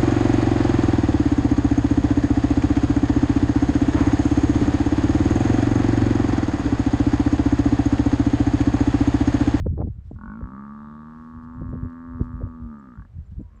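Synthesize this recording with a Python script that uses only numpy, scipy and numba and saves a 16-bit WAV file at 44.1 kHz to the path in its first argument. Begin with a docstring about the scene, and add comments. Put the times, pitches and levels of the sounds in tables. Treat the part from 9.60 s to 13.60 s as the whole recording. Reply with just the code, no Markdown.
"""Dry grassland: a lying buffalo gives one long bellow. Slow glottal pulses speed up, hold and run down
into a creak, ringing a deep throat resonance and a cluster of nasal ones. A faint creak follows.
Wind buffets the microphone with gusts and single eddies. A small bird chips, dry stalks rustle
and something calls far away over a faint hiss of air and grass."""
import sys
import numpy as np
from scipy import signal
from scipy.fft import irfft
from scipy.io import wavfile
from scipy.ndimage import uniform_filter1d
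from numba import njit

SR = 44100
rng = np.random.default_rng(int(sys.argv[2]) if len(sys.argv) > 2 else 0)


def master_out(mix):
    """Clip the mix to full scale and print it as 16-bit PCM to the path in sys.argv[1]."""
    frames = np.transpose(np.atleast_2d(mix))
    ceiling = np.clip(frames, -1, 1)
    pcm = np.round(ceiling * 32767).astype(np.int16)
    wavfile.write(sys.argv[1], SR, pcm)


N = 176400
T = np.arange(N) / SR


def undb(db):
    """Decibels to gain."""
    return 10 ** (np.asarray(db) / 20)


def unit(x):
    """Scale to rms 1."""
    return x / np.sqrt(np.mean(x ** 2) + 1e-20)


def curves(table):
    """Columns after the first, interpolated over time."""
    rows = np.array(table, float)
    return [np.interp(T, rows[:, 0], col) for col in rows.T[1:]]


def swell(centre_s, sigma_s):
    """Gaussian envelope, peak 1."""
    return np.exp(-np.minimum(((T - centre_s) / sigma_s) ** 2 / 2, 50))


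def cut(x, hz, kind, order=2):
    """Butterworth filter."""
    return signal.sosfilt(signal.butter(order, hz, kind, fs=SR, output="sos"), x)


def noise(gain, size=N):
    """Noise with spectrum gain(Hz), rms 1."""
    hz = np.maximum(np.fft.rfftfreq(size, 1 / SR), 1)
    return unit(irfft(gain(hz) * np.exp(2j * np.pi * rng.random(len(hz))), size))


@njit
def resonate(x, hz, width_hz):
    """Complex one-pole resonator, tuned per sample."""
    y, z = np.empty(len(x), np.complex128), 0j
    for i in range(len(x)):
        z = z * np.exp((2j * np.pi * hz[i] - np.pi * width_hz) / SR) + x[i] + 1e-18
        y[i] = z * 2 * np.pi * width_hz / SR
    return y


def ring(x, hz, width_hz):
    """One resonance, steady or moving."""
    return resonate(x, hz + np.zeros(N), float(width_hz))


def tube(x, modes):
    """Resonances in series, each lifting its own band."""
    for hz, width_hz, db in modes:
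        x = x + (undb(db) - 1) * ring(x, hz, width_hz).real
    return x


def bellow():
    """Glottal pulses ring throat and nasal tube; three registers swell separately."""
    # register rms (time [s], throat [dB], lower nasal [dB], upper nasal [dB])
    effort = [(.555,-48.5,-68.5,-87),(0.589,-44.5,-53,-81),(.635,-38.5,-45.5,-79),(0.729,-35.5,-45.5,-78),(.79,-37,-51.5,-76),(.84,-38.5,-49,-59.5),(0.901,-40.5,-48,-76),(.96,-37,-46,-61.5),(1.2,-38.5,-48,-69),(1.55,-41,-50.5,-67),(1.9,-39,-50,-70),(2.2,-36.5,-52.5,-63),(2.4,-38.5,-52,-61),(2.561,-35.5,-50,-64),(2.801,-40,-52,-66),(2.95,-39.5,-52.5,-73.5),(3.06,-36,-56,-88.5),(3.129,-37,-51.5,-68.5),(3.22,-44.5,-54,-66.5),(3.32,-44,-57.5,-64),(3.421,-54.5,-56.5,-66),(3.46,-53,-67.5,-71)]
    # brief high resonances (time [s], sigma [s], centre [Hz], width [Hz], level [dB])
    high_modes = [(0.717,0.052,2220,200,-74),(0.976,0.14,2160,300,-82.5),(1.337,0.14,3680,585,-81.5)]
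    pulses, pulse_idx = glottis()
    out = 0
    for register, db in zip(vocal_tract(pulses), curves(effort)):
        power = uniform_filter1d(uniform_filter1d(register ** 2, size=2600), size=2000)
        inverse_rms = np.interp(T, T[pulse_idx], (power[pulse_idx] + 1e-20) ** -.5)
        out = out + undb(db) * register * inverse_rms
    for at_s, sigma_s, hz, width_hz, db in high_modes:
        band = ring(ring(pulses, hz, width_hz).real, hz, width_hz).real
        out = out + undb(db) * swell(at_s, sigma_s) * unit(band)
    return out


def glottis():
    """Nearly even vocal-fold pulses with a trace of rasp; also returns their sample indices."""
    # fold vibration (time [s], rate [Hz])
    pitch = [(0.55, 35.26), (0.63, 43.59), (0.72, 53.3), (0.86, 62.68), (1.0, 69.19), (1.12, 72.2),
             (1.3, 74.38), (1.6, 79.2), (1.85, 80.38), (2.02, 83.85), (2.25, 83.07), (2.47, 83.9),
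             (2.65, 81.89), (2.85, 82.22), (3.02, 79.95), (3.2, 69.9), (3.33, 58.95), (3.39, 44.49),
             (3.47, 25.76)]
    start_cycles, jitter_s, shimmer_db = .65, .00003, .45
    rate_hz, = curves(pitch)
    voiced = (T >= pitch[0][0]) * (T < pitch[-1][0])
    phase = start_cycles + np.cumsum(rate_hz * voiced) / SR
    cycles = np.arange(1, int(phase[-1]) + 1)
    jitter, shimmer = rng.standard_normal((len(cycles), 2)).T
    pulse_idx = np.searchsorted(phase, cycles) + (jitter_s * SR * jitter).astype(int)
    rasp = .014 * np.exp(-2 * (phase % 1)) * rng.standard_normal(N) * voiced
    return np.bincount(pulse_idx, undb(shimmer_db * shimmer), N) + rasp, pulse_idx


def vocal_tract(pulses):
    """Throat and nose resonances shape the pulses into throat, lower and upper nasal registers."""
    # resonances moving with the mouth (time [s], throat [Hz], nasal [Hz], mouth [Hz], mouth boost [dB])
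    shape = [(.56,216,1113,1444,11.5),(.72,213.5,1110,1484,18.5),(.82,227,1123,1295,7),(.95,220.4,1148,1225,12),(1.3,205,1139,1212,9),(1.8,237.2,1103,1201,8.5),(2.3,247.5,1108,1190,12),(2.9,235,1125,1220,11.5),(3.1,229.5,1193,1251,7.5),(3.33,232,1198,1255,12.5),(3.38,207,1133,1450,12),(3.45,229.5,1150,1730,10)]
    # steady resonances (centre [Hz], width [Hz], boost [dB])
    throat_modes = [(168,90,2),(287,100,1.2),(590,35,21)]
    nose_modes = [(905,70,10),(1345,70,7),(1505,60,4),(1675,65,8),(1835,70,4)]
    chest_hz, muzzle_hz, split_hz = 57, 1840, 1400
    throat_hz, nasal_hz, mouth_hz, mouth_db = curves(shape)
    throat = -tube(ring(pulses, throat_hz, width_hz=22.1).imag, throat_modes)
    throat = cut(cut(throat, chest_hz, "high"), 406, "low", order=3)
    nasal = cut(cut(pulses, 917, "high", order=4), muzzle_hz, "low", order=10)
    nasal = tube(nasal, nose_modes + [(nasal_hz, 37, 14.5), (mouth_hz, 46, mouth_db)])
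    lower, upper = (cut(cut(nasal, split_hz, kind, order=4), split_hz, kind, order=4)
                    for kind in ("low", "high"))
    return throat, lower, upper


def creak():
    """A faint pulsed creak swells in the throat at the end."""
    # parallel resonances (centre [Hz], width [Hz], relative gain [dB])
    modes = [(226.5,24,19.5),(1088,50,8),(1500,160,-32),(2050,200,-40)]
    rate_hz, level_db = 71.2, -56.5
    pulses = np.diff(np.floor(T * rate_hz), prepend=0)
    rasp = .017 * rng.standard_normal(N)
    voice = sum(undb(db) * ring(pulses + rasp, hz, width_hz).real for hz, width_hz, db in modes)
    return undb(level_db) * swell(centre_s=3.99, sigma_s=.068) * unit(cut(voice, 2440, "low", order=6))


def wind(size=32768):
    """Separate gusts on the microphone, the sharp ones brighter, over a light breeze."""
    # (time [s], sigma [s], level [dB], corner [Hz])
    gusts = [(.005,0.0098,-20,95),(.045,0.0088,-40.5,106.5),(0.066,0.0053,-22,414),(.085,0.022,-34,107),(0.126,0.018,-24.5,153.5),(0.181,0.0047,-32.5,560),(0.21,0.012,-28,480),(0.219,0.0023,-36.5,714),(0.246,0.01,-25.5,240),(0.277,0.0065,-27.5,258),(.305,0.0073,-26,117),(0.379,0.014,-35.5,126),(.47,0.017,-39,120),(.516,0.0023,-32,418),(0.534,0.011,-34.5,159),(0.554,0.011,-32.5,100),(.67,0.016,-37.5,71),(.816,0.0028,-33.5,380),(.845,0.011,-31.5,120),(1.77,0.033,-39.5,97),(1.878,.035,-42,100.5),(1.978,0.021,-40.5,100),(2.019,0.0036,-28.5,270),(2.077,0.075,-31.5,134.5),(2.136,0.0044,-26,270),(2.157,0.003,-28.5,270),(2.235,.007,-39.5,300),(2.257,0.0094,-26.5,190),(2.552,0.063,-44,90),(2.61,0.0082,-23,265),(2.681,0.12,-35,101.5),(2.753,0.011,-28,91),(2.817,0.0069,-31.5,394),(2.836,0.02,-26.5,150),(2.87,0.0046,-43,420),(3.043,0.027,-32,90),(3.397,0.017,-33.5,106.4),(3.584,0.023,-31,86.4),(3.686,0.0095,-36,70),(3.726,0.0092,-35,101),(3.778,0.0096,-26.5,90),(3.807,0.0091,-32.5,241),(3.825,0.023,-36.5,92)]
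    # (time [s], level [dB])
    breeze = [(0,-19),(.35,-38.5),(.8,-46.5),(1.0,-53),(1.65,-54),(2.15,-35),(2.4,-52),(2.8,-41),(3.2,-58.5),(3.55,-44),(4,-49)]
    out = np.pad(turbulence(corner_hz=88) * undb(curves(breeze)[0]), size)
    t = (np.arange(size) - size // 2) / SR
    for at_s, sigma_s, db, corner_hz in gusts:
        envelope = np.exp(-(t / sigma_s) ** 2 / 2)
        gust = unit(cut(turbulence(corner_hz, size) * envelope, 45, "high"))
        start = int(at_s * SR) + size // 2
        out[start:start + size] += undb(db) * gust * np.sqrt(np.mean(envelope ** 2))
    return out[size:-size]


def turbulence(corner_hz, size=N):
    """Pressure noise of eddies: a low band, falling ever faster above the corner."""
    low_hz, order, steepen_hz = 42.6, 3.16, 2.8 * corner_hz

    def gain(hz):
        power = 1 / (1 + (low_hz / hz) ** 4) / (1 + (hz / corner_hz) ** (2 * order))
        return np.sqrt(power) * np.exp(-(hz / steepen_hz) ** 2 / 2)
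    return noise(gain, size)


def eddies():
    """A passing eddy sucks, then pushes on the microphone: a dull knock."""
    # (time [s], sigma [s], peak before high-pass [dB])
    knocks = [(.0638,0.00092,-16.5),(0.0665,0.00024,-32.5),(.0688,0.00068,-19),(0.1795,0.00032,-34.5),(0.192,.0005,-22.5),(0.2027,0.0016,-15),(0.2179,0.00031,-22),(0.2247,.0004,-22.5),(0.24,0.0028,-16.5),(0.273,0.00053,-33.5),(.5135,.0005,-29.5),(.829,0.0024,-21),(2.2318,0.0018,-16.5),(2.6133,0.0022,-12),(2.832,0.003,-20),(3.798,0.0012,-23.5)]
    pressure = sum(undb(db) * np.sqrt(np.e) * (T - at_s) / sigma_s * swell(at_s, sigma_s)
                   for at_s, sigma_s, db in knocks)
    return cut(pressure, 27, "high")


def bird():
    """Thin chips, each sliding down to nearly the same pitch."""
    # (time [s], level [dB])
    chips = [(.04,-81.5),(.335,-87),(.495,-82),(1.93,-79),(2.083,-76),(2.23,-75),(2.38,-84),(2.718,-80.5),(2.869,-82),(3.03,-87.5),(3.182,-74.5),(3.342,-81),(3.65,-77),(3.803,-79.5),(3.954,-74)]
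    end_hz, drop_hz, glide_s, length_s = 7100, 1100, .008, .032
    out, t = np.zeros(N + SR), np.arange(int(length_s * SR)) / SR
    for at_s, db in chips:
        hz = end_hz * (1 + .008 * rng.standard_normal()) + drop_hz * np.exp(-t / glide_s)
        chip = np.hanning(len(t)) * np.sin(2 * np.pi * np.cumsum(hz) / SR)
        start = int(at_s * SR)
        out[start:start + len(t)] += undb(db) * chip
    return out[:N]


def far_call():
    """One distant pure tone that rises and falls."""
    # (time [s], pitch [Hz], level [dB])
    call = [(3.74,880,-87),(3.8,960,-75),(3.86,976,-65),(3.92,910,-72),(3.96,880,-92)]
    hz, db = curves(call)
    sounding = (T > call[0][0]) * (T < call[-1][0])
    return undb(db) * np.sin(2 * np.pi * np.cumsum(hz) / SR) * sounding


def grass():
    """Dry stalks rustle in short bursts of grainy noise."""
    # (time [s], sigma [s], level [dB])
    rustles = [(0.47,.02,-75.5),(.545,0.0053,-76),(1.614,.1,-77.5),(1.84,0.012,-76.5),(2.302,0.0034,-72.5),(2.328,0.0015,-74.5),(2.633,.03,-73.5),(3.248,0.031,-86),(3.716,.006,-77)]
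    grains = rng.standard_normal(N) * rng.exponential(size=N)
    stalks = unit(cut(cut(grains, 1800, "high"), 4800, "low"))
    return stalks * sum(undb(db) * swell(at_s, sigma_s) for at_s, sigma_s, db in rustles)


def air():
    """Nearly steady hiss of far air and grass."""
    # (frequency [Hz], relative density [dB])
    spectrum = [(100,-1),(400,5),(1000,-1.5),(1600,-3.5),(2500,-13),(4000,-16.5),(5500,-20.5),(8000,-22.5),(9800,-34),(12000,-28),(15000,-42)]
    # (time [s], level [dB])
    level = [(0,-72),(.5,-69.5),(1.2,-66.5),(2.6,-67.5),(3.6,-67.5),(4,-69)]
    band_hz, band_db = np.array(spectrum, float).T
    hiss = noise(lambda hz: undb(np.interp(np.log(hz), np.log(band_hz), band_db)))
    return undb(curves(level)[0]) * hiss


def scene():
    """All sources at one microphone."""
    return (bellow() + wind() + eddies() + bird() + air() + grass() + far_call() + creak())[None]


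def record(dry):
    """Band limit: 29 Hz to 15 kHz."""
    dry = cut(dry, 29, "high", order=4)
    return signal.sosfilt(signal.ellip(8, .2, 70, 15000, fs=SR, output="sos"), dry)


dry = scene()
out = record(dry)
master_out(out)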